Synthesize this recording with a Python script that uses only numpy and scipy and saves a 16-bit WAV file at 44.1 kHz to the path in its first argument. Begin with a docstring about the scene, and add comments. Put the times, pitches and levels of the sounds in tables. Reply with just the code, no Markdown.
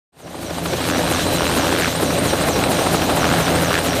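"""A roar of downwash fades in: a light turbine helicopter flies low over a field, behind one idling close by.
The flying one's main blades slap through their wake; its tail rotor hums, throbs and rasps in spells.
The idling one's turbine whines over jet hiss and its tail rotor hums. Its two blades swish,
and one blade tip whistles with a Doppler swoop on every turn."""
import sys
import numpy as np
from scipy import signal
from scipy.fft import rfft, irfft
from scipy.io import wavfile

SR = 44100
rng = np.random.default_rng(int(sys.argv[2]) if len(sys.argv) > 2 else 0)


def store_pcm(level_fs):
    """Save levels as 16-bit WAV."""
    pcm = np.round(np.clip(level_fs, -1, 1) * 32767).astype(np.int16)
    wavfile.write(sys.argv[1], SR, np.atleast_2d(pcm).T)


N = 176400
TIME = np.arange(N) / SR
BIN_HZ = np.arange(N // 2 + 1) * SR / N


def undb(db):
    """Decibels to gain."""
    return 10 ** (np.asarray(db) / 20)


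def unit(x):
    """Scale to rms 1."""
    return x / np.sqrt(np.mean(x ** 2))


def curve(rows, at=TIME):
    """Linear interpolation through the rows."""
    return np.interp(at, *np.array(rows, float).T)


def noise():
    """White noise."""
    return rng.standard_normal(N)


def walk(rate_hz):
    """Smooth random drift, rms 1."""
    return unit(irfft(rfft(noise()) * np.exp(-.5 * (BIN_HZ / rate_hz) ** 2), N))


def cycles(hz):
    """Cycles elapsed at a moving rate."""
    return np.cumsum(hz) / SR


def swell(centre_s, length_s):
    """Bell-shaped gain, above one half for length_s."""
    return .5 ** ((2 * (TIME - centre_s) / length_s) ** 2)


def colour(x, spectrum):
    """Minimum-phase filter through (freq_hz, gain_db) rows; output rms 1."""
    hz, db = np.array(spectrum, float).T
    gain_db = np.interp(np.log(np.maximum(BIN_HZ, 1)), np.log(hz), db)
    cepstrum = irfft(np.log(undb(gain_db)), N)
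    cepstrum[1:N // 2] *= 2
    cepstrum[N // 2 + 1:] = 0
    return unit(irfft(rfft(x) * np.exp(rfft(cepstrum)), N))


def resonate(x, hz, width_hz):
    """Steep resonance; output rms 1."""
    b, a = signal.iirpeak(hz, hz / (1.55 * width_hz), fs=SR)
    return unit(signal.lfilter(b, a, signal.lfilter(b, a, x)))


def smear(x, corner_hz):
    """Two all-passes spread a sharp pulse into a short swing."""
    warped = np.tan(np.pi * corner_hz / SR)
    a = (warped - 1) / (warped + 1)
    return signal.lfilter([a, 1], [1, a], signal.lfilter([a, 1], [1, a], x))


def hum(phase, harmonics, waver_db, waver_rad):
    """Rotor harmonics wavering in the moving air."""
    out = 0
    for harmonic, db in harmonics:
        gain = undb(waver_db * walk(7))
        angle = 2 * np.pi * (harmonic * phase + rng.random()) + waver_rad * walk(6.6)
        out += undb(db) * unit(gain * np.sin(angle))
    return out


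def whine(hz, width_hz, waver_db=2.2):
    """Tone wavering in pitch and level, rms 1."""
    tone = np.sin(2 * np.pi * cycles(hz + .5 * width_hz * walk(width_hz)))
    return unit(tone * undb(waver_db * walk(19)))


# time_s, level_db
ROAR_LEVEL = [(.3, -20), (.9, -23), (1.3, -21.5), (1.7, -21), (1.95, -24), (2.3, -20.5), (2.8, -19.5),
              (3.05, -20), (3.55, -17), (3.8, -22.5), (4, -21.5)]
# freq_hz, gain_db
ROAR_SPECTRUM = [(22, -39), (32, -29), (50, -7), (70, -7.5), (98, -5.5), (135, 0.5), (210, -3.5),
                 (295, 1.5), (410, -7), (560, 0), (730, -4), (950, -10), (1500, -12.5), (2100, -18),
                 (4000, -24), (9000, -33.5)]
# centre_s, length_s, level_db, centre_hz
WHOOSHES = [(0.737, 0.026, -14, 342), (0.956, 0.021, -21, 606), (1.122, 0.037, -24.5, 317),
            (1.29, 0.15, -25, 305), (1.7, .05, -28, 327), (2.048, 0.064, -23.5, 286),
            (2.342, 0.055, -21, 565), (2.568, 0.047, -21, 476), (2.6, .06, -28, 303),
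            (2.72, 0.051, -21, 283), (2.816, 0.033, -23, 530), (2.93, .04, -20.5, 290),
            (3.083, 0.025, -23, 450), (3.184, .03, -23, 736), (3.871, .04, -24, 307)]
def downwash(flutter_db=1.5, flicker_db=2):
    """Turbulent roar: flutters as a whole, flickers by octave; whooshes churn through it."""
    octaves = whooshes = 0
    for low_hz in 20 * 2. ** np.arange(10):
        band = signal.butter(2, [low_hz, 2 * low_hz], "band", fs=SR, output="sos")
        octaves += signal.sosfilt(band, noise()) * undb(flicker_db * walk(7.2))
    for centre_s, length_s, db, hz in WHOOSHES:
        whooshes += undb(db) * swell(centre_s, length_s) * resonate(noise(), hz, width_hz=.47 * hz)
    roar = colour(octaves * undb(flutter_db * walk(76)), ROAR_SPECTRUM)
    return undb(curve(ROAR_LEVEL)) * roar + whooshes


# time_s, blade_rate_hz
TAIL_RATE = [(0, 84.6), (1.6, 84.6), (2.8, 84.4), (4, 84.1)]
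TAIL_PER_MAIN = 6.443
def geared_rotors(tail_first_s=.0015, slap_first_s=.0505, wander_cycles=.012):
    """Blade passes of the flying rotors, locked by gears; moving air shifts the tail beats a little."""
    rate_hz = curve(TAIL_RATE)
    tail_phase = cycles(rate_hz) - tail_first_s * rate_hz[0] + wander_cycles * walk(6)
    main_phase = (cycles(rate_hz) - slap_first_s * rate_hz[0]) / TAIL_PER_MAIN
    return tail_phase, main_phase


# time_s, level_db
SLAP_LEVEL = [(.3, -27.5), (.7, -24.5), (1, -33.5), (1.5, -27), (2.1, -28.5), (2.45, -26), (2.65, -25),
              (2.9, -24), (3.2, -26), (4, -28.5)]
# freq_hz, gain_db
SLAP_SPECTRUM = [(50, -22), (150, -2.5), (350, 4.5), (650, 0), (1100, -1), (2000, -10.5), (4000, -12.5),
                 (8000, -29), (15000, -25.5)]
def blade_slaps(phase, width_s=.0049, scatter_db=1.2):
    """Each main blade chops through the wake in a burst of its own strength and width."""
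    blade = np.round(phase).astype(int) + 1
    offset_s = (phase - np.round(phase)) * TAIL_PER_MAIN / curve(TAIL_RATE)
    strength, stretch = rng.standard_normal((blade.max() + 1, 2))[blade].T
    burst = undb(scatter_db * strength) * np.exp(-np.abs(offset_s) / (width_s * np.exp(.2 * stretch)))
    return undb(curve(SLAP_LEVEL)) * colour(noise() * burst, SLAP_SPECTRUM)


# start_s, level_db, pitch_hz
CRACKS = [(0.345, -5.5, 870), (1.036, -12, 780), (1.4072, -8, 980), (1.4546, -9, 2800), (1.4675, -9, 2600),
          (1.494, -16, 705), (1.845, -8.5, 2250), (2.487, -11, 1900), (2.639, -5, 2410),
          (2.871, -7.5, 1070), (3.019, -20, 1950), (3.099, -17, 1210), (3.231, -4, 1290)]
def blade_cracks(rise_cycles=.65):
    """Now and then a main blade cracks: a few sharp pressure swings."""
    out = 0
    for start_s, db, hz in CRACKS:
        swings = hz * np.maximum(TIME - start_s, 0)
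        envelope = swings / rise_cycles * np.exp(1 - swings / rise_cycles)
        out += undb(db) * envelope * np.sin(2 * np.pi * swings)
    return out


# time_s, level_db
RASP_LEVEL = [(.7, -36), (.88, -25), (1.04, -31), (1.14, -24), (1.24, -34), (1.44, -24), (1.53, -28),
              (1.84, -24), (1.88, -30), (2.1, -36), (2.25, -33), (2.52, -34), (2.65, -31), (2.8, -33),
              (3.18, -33), (3.23, -27), (3.32, -26.5), (3.38, -31), (3.47, -29), (3.56, -30), (3.7, -29),
              (3.745, -22.5), (3.82, -33), (3.93, -25), (4, -35)]
# freq_hz, gain_db
RASP_SPECTRUM = [(250, -15.5), (700, -6.5), (1100, -4), (1550, -1.5), (2000, -7.5), (2700, -5), (4000, -10),
                 (6000, -16), (10000, -39), (15000, -41)]
# freq_hz, gain_db
RASP_LATE_SPECTRUM = [(250, -14.5), (750, -0.5), (1050, 1.5), (1550, -2), (2100, -0.5), (2800, -0.5),
                      (4000, -6), (6000, -13.5), (10000, -28), (15000, -24)]
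# time_s, late_share; the rasp turns broader, with more fizz on top
RASP_COLOUR_SHIFT = [(1.9, 0), (3.1, 1)]
# centre_s, length_s, level_db, centre_hz
BUZZES = [(0.944, 0.08, -32, 1370), (1.184, 0.021, -30, 1150), (1.422, 0.027, -44, 1290),
          (1.58, 0.088, -41, 1460), (1.714, .07, -36, 1500), (1.847, 0.038, -26.5, 1550),
          (3.235, .035, -24, 1370), (3.31, 0.047, -23.5, 1350), (3.48, 0.025, -29, 1470),
          (3.657, 0.051, -28.5, 1450), (3.757, 0.061, -22.5, 1470)]
def tail_rasp(phase, scatter_db=1.2, decay_s=.0031, puff_db=-1, trim_db=.3):
    """Each flying tail blade gives a snap and a puff; at times the rasp narrows to a hard buzz."""
    blade = np.floor(phase).astype(int) + 1
    strength = undb(scatter_db * rng.standard_normal(blade.max() + 1))[blade]
    snaps = smear(unit(np.diff(blade, prepend=blade[0]) * strength), corner_hz=2390)
    age_s = (phase % 1) / curve(TAIL_RATE)
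    puffs = unit(noise() * strength * np.exp(-age_s / decay_s))
    pulses = snaps + undb(puff_db) * puffs
    late = curve(RASP_COLOUR_SHIFT)
    rasp = (1 - late) * colour(pulses, RASP_SPECTRUM) + late * colour(pulses, RASP_LATE_SPECTRUM)
    buzz = sum(undb(db) * swell(centre_s, length_s) * resonate(pulses, hz, width_hz=510)
               for centre_s, length_s, db, hz in BUZZES)
    return undb(trim_db + curve(RASP_LEVEL)) * rasp + buzz


# centre_s, length_s, level_db
THROBS = [(0.274, 0.16, -23.5), (0.533, .05, -24.5), (0.656, 0.099, -24), (0.893, 0.1, -28.5),
          (1.046, 0.12, -25), (1.248, 0.075, -27.5), (1.374, 0.064, -22), (1.503, .09, -29),
          (1.705, .1, -40), (1.84, 0.065, -28), (1.973, 0.059, -27), (2.134, 0.052, -23.5),
          (2.246, 0.05, -23.5), (2.424, 0.064, -26.5), (2.585, 0.077, -27), (2.767, .07, -24),
          (2.937, .12, -24.5), (3.167, 0.05, -27), (3.283, 0.073, -31), (3.37, 0.091, -25.5),
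          (3.523, .09, -28.5), (3.616, 0.13, -23.5), (3.79, .07, -31), (3.896, .09, -24.5)]
# harmonic, level_db
FLYING_TAIL_HUM = [(1, -33), (3, -35.5), (4, -39), (5, -38.5), (6, -40), (7, -37), (8, -39), (9, -44),
                   (10, -41)]
def tail_drone(phase):
    """The flying tail rotor hums; its second harmonic throbs unevenly."""
    throbs = sum(undb(db) * swell(centre_s, length_s) for centre_s, length_s, db in THROBS)
    second_harmonic = unit(np.sin(2 * np.pi * 2 * phase + .5 * walk(3.1)))
    return throbs * second_harmonic + hum(phase, FLYING_TAIL_HUM, waver_db=1.5, waver_rad=.86)


# harmonic, level_db
IDLING_TAIL_HUM = [(1, -45), (2, -37), (3, -39.5), (4, -52), (5, -37.5), (6, -38.5)]
def idling_tail_rotor(blade_rate_hz=56.4):
    """Hum of the slow tail rotor."""
    return hum(blade_rate_hz * TIME, IDLING_TAIL_HUM, waver_db=0, waver_rad=.7)


# time_s, level_db
COMPRESSOR_LEVEL = [(.2, -38), (.8, -54), (1.07, -34.5), (1.22, -48), (1.5, -34), (1.75, -45), (1.88, -46),
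                    (2.3, -35), (2.5, -46), (2.85, -35.5), (3.02, -53), (3.3, -40), (3.6, -39), (4, -49)]
# time_s, level_db
GEARBOX_LEVEL = [(.3, -46), (.85, -43), (1.2, -40), (1.36, -33), (1.42, -44), (1.48, -30), (1.53, -51),
                 (1.58, -38), (1.69, -42), (1.8, -42), (2.3, -42), (3, -42), (3.54, -37), (3.7, -43),
                 (4, -42)]
# pitch_hz, width_hz
TURBINE_TONES = [(4008, 8), (5723, 35), (8740, 200), (10945, 6), (11810, 110), (12845, 22), (13684, 4)]
# mid_scene_level_db, per tone
TURBINE_LEVELS = [-44, -58, -48.5, -68, -49, -57, -58]
# trend_db_per_s, per tone
TURBINE_TRENDS = [0.5, 5, 0.5, -4, -1, 2.5, 1.5]
# freq_hz, gain_db
HISS_SPECTRUM = [(800, -0.5), (2500, 4.5), (3900, 7), (5000, 1), (7000, -1), (8600, 1.5), (10500, -7),
                 (13000, -6.5), (15500, -20)]
def idling_engine(hiss_db=-29):
    """Turbine tones and rough gearbox ring over jet hiss; the compressor whine swells in the wind."""
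    compressor = undb(curve(COMPRESSOR_LEVEL)) * whine(hz=8758, width_hz=4)
    gearbox = undb(curve(GEARBOX_LEVEL)) * whine(hz=4030, width_hz=45)
    turbine = sum(undb(db + trend * (TIME - TIME.mean())) * whine(hz, width_hz)
                  for (hz, width_hz), db, trend in zip(TURBINE_TONES, TURBINE_LEVELS, TURBINE_TRENDS))
    hiss = undb(hiss_db + 1.5 * walk(11)) * colour(noise(), HISS_SPECTRUM)
    return compressor + gearbox + turbine + hiss


def blade_tip(offset_turns, turn_s=.2286, nearest_s=.208, blade_m=4.95, hub_distance_m=13):
    """Position in turns and Doppler factor of a circling tip, as they reach the listener."""
    sent_s = np.arange(-SR, N + SR) / SR
    turn = (sent_s - nearest_s) / turn_s + offset_turns
    towards_m = blade_m * np.cos(2 * np.pi * turn)
    distance_m = np.sqrt(hub_distance_m ** 2 + blade_m ** 2 - 2 * hub_distance_m * towards_m)
    heard_s = sent_s + (distance_m - distance_m.min()) / 343  # speed of sound, m/s
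    doppler = 1 / np.gradient(heard_s, sent_s)
    return np.interp(TIME, heard_s, turn) % 1, np.interp(TIME, heard_s, doppler)


# freq_hz, gain_db
SWISH_SPECTRUM = [(150, 1), (500, 17.5), (1500, -1), (3500, -4.5), (7000, -0.5), (10000, 1.5), (13000, 1),
                  (15500, -7)]
def blade_swish(level_db=-33, peak_turn=.93, focus=2.7):
    """Both idling blades swish as they swing towards the listener."""
    beams = 0
    for offset_turns, blade_db in ((0, 0), (.51, -4)):
        turn, _ = blade_tip(offset_turns)
        beams += undb(blade_db) * np.exp(focus * np.cos(2 * np.pi * (turn - peak_turn)))
    return undb(level_db) * unit(colour(noise(), SWISH_SPECTRUM) * beams)


# turns_since_nearest, gain_db
WHISTLE_BEAM = [(0, 7), (.12, 4), (.22, 2.5), (.34, 1), (.46, -1), (.55, 9.5), (.62, 0), (.69, -9),
                (.82, -7), (.92, 5), (1, 7)]
def tip_whistle(level_db=-35.5, pitch_hz=7950, jitter_hz=290):
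    """One idling blade tip whistles, with a Doppler swoop on every turn."""
    turn, doppler = blade_tip(0)
    heard_hz = doppler * (pitch_hz + jitter_hz * walk(299.4))
    tone = np.sin(2 * np.pi * cycles(heard_hz))
    flicker_db = 2.4 * walk(41) + 2.7 * walk(340)
    return undb(level_db) * unit(tone * undb(curve(WHISTLE_BEAM, turn) + flicker_db))


def scene():
    """Both helicopters, mono."""
    tail_phase, main_phase = geared_rotors()
    idling = tip_whistle() + blade_swish() + idling_engine() + idling_tail_rotor()
    flying_tail = tail_rasp(tail_phase) + tail_drone(tail_phase)
    flying_main = blade_slaps(main_phase) + blade_cracks() + downwash()
    return (idling + flying_tail + flying_main)[None]


def record(dry):
    """Soft clip, fade-in, low-pass."""
    fade_start_s, fade_s, top_hz = .12, .86, 15250
    fade = np.clip((TIME - fade_start_s) / fade_s, 0, 1) ** 1.16
    lowpass = signal.ellip(12, .1, 90, top_hz, fs=SR, output="sos")
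    return signal.sosfilt(lowpass, np.tanh(dry) * fade)


dry = scene()
out = record(dry)
store_pcm(out)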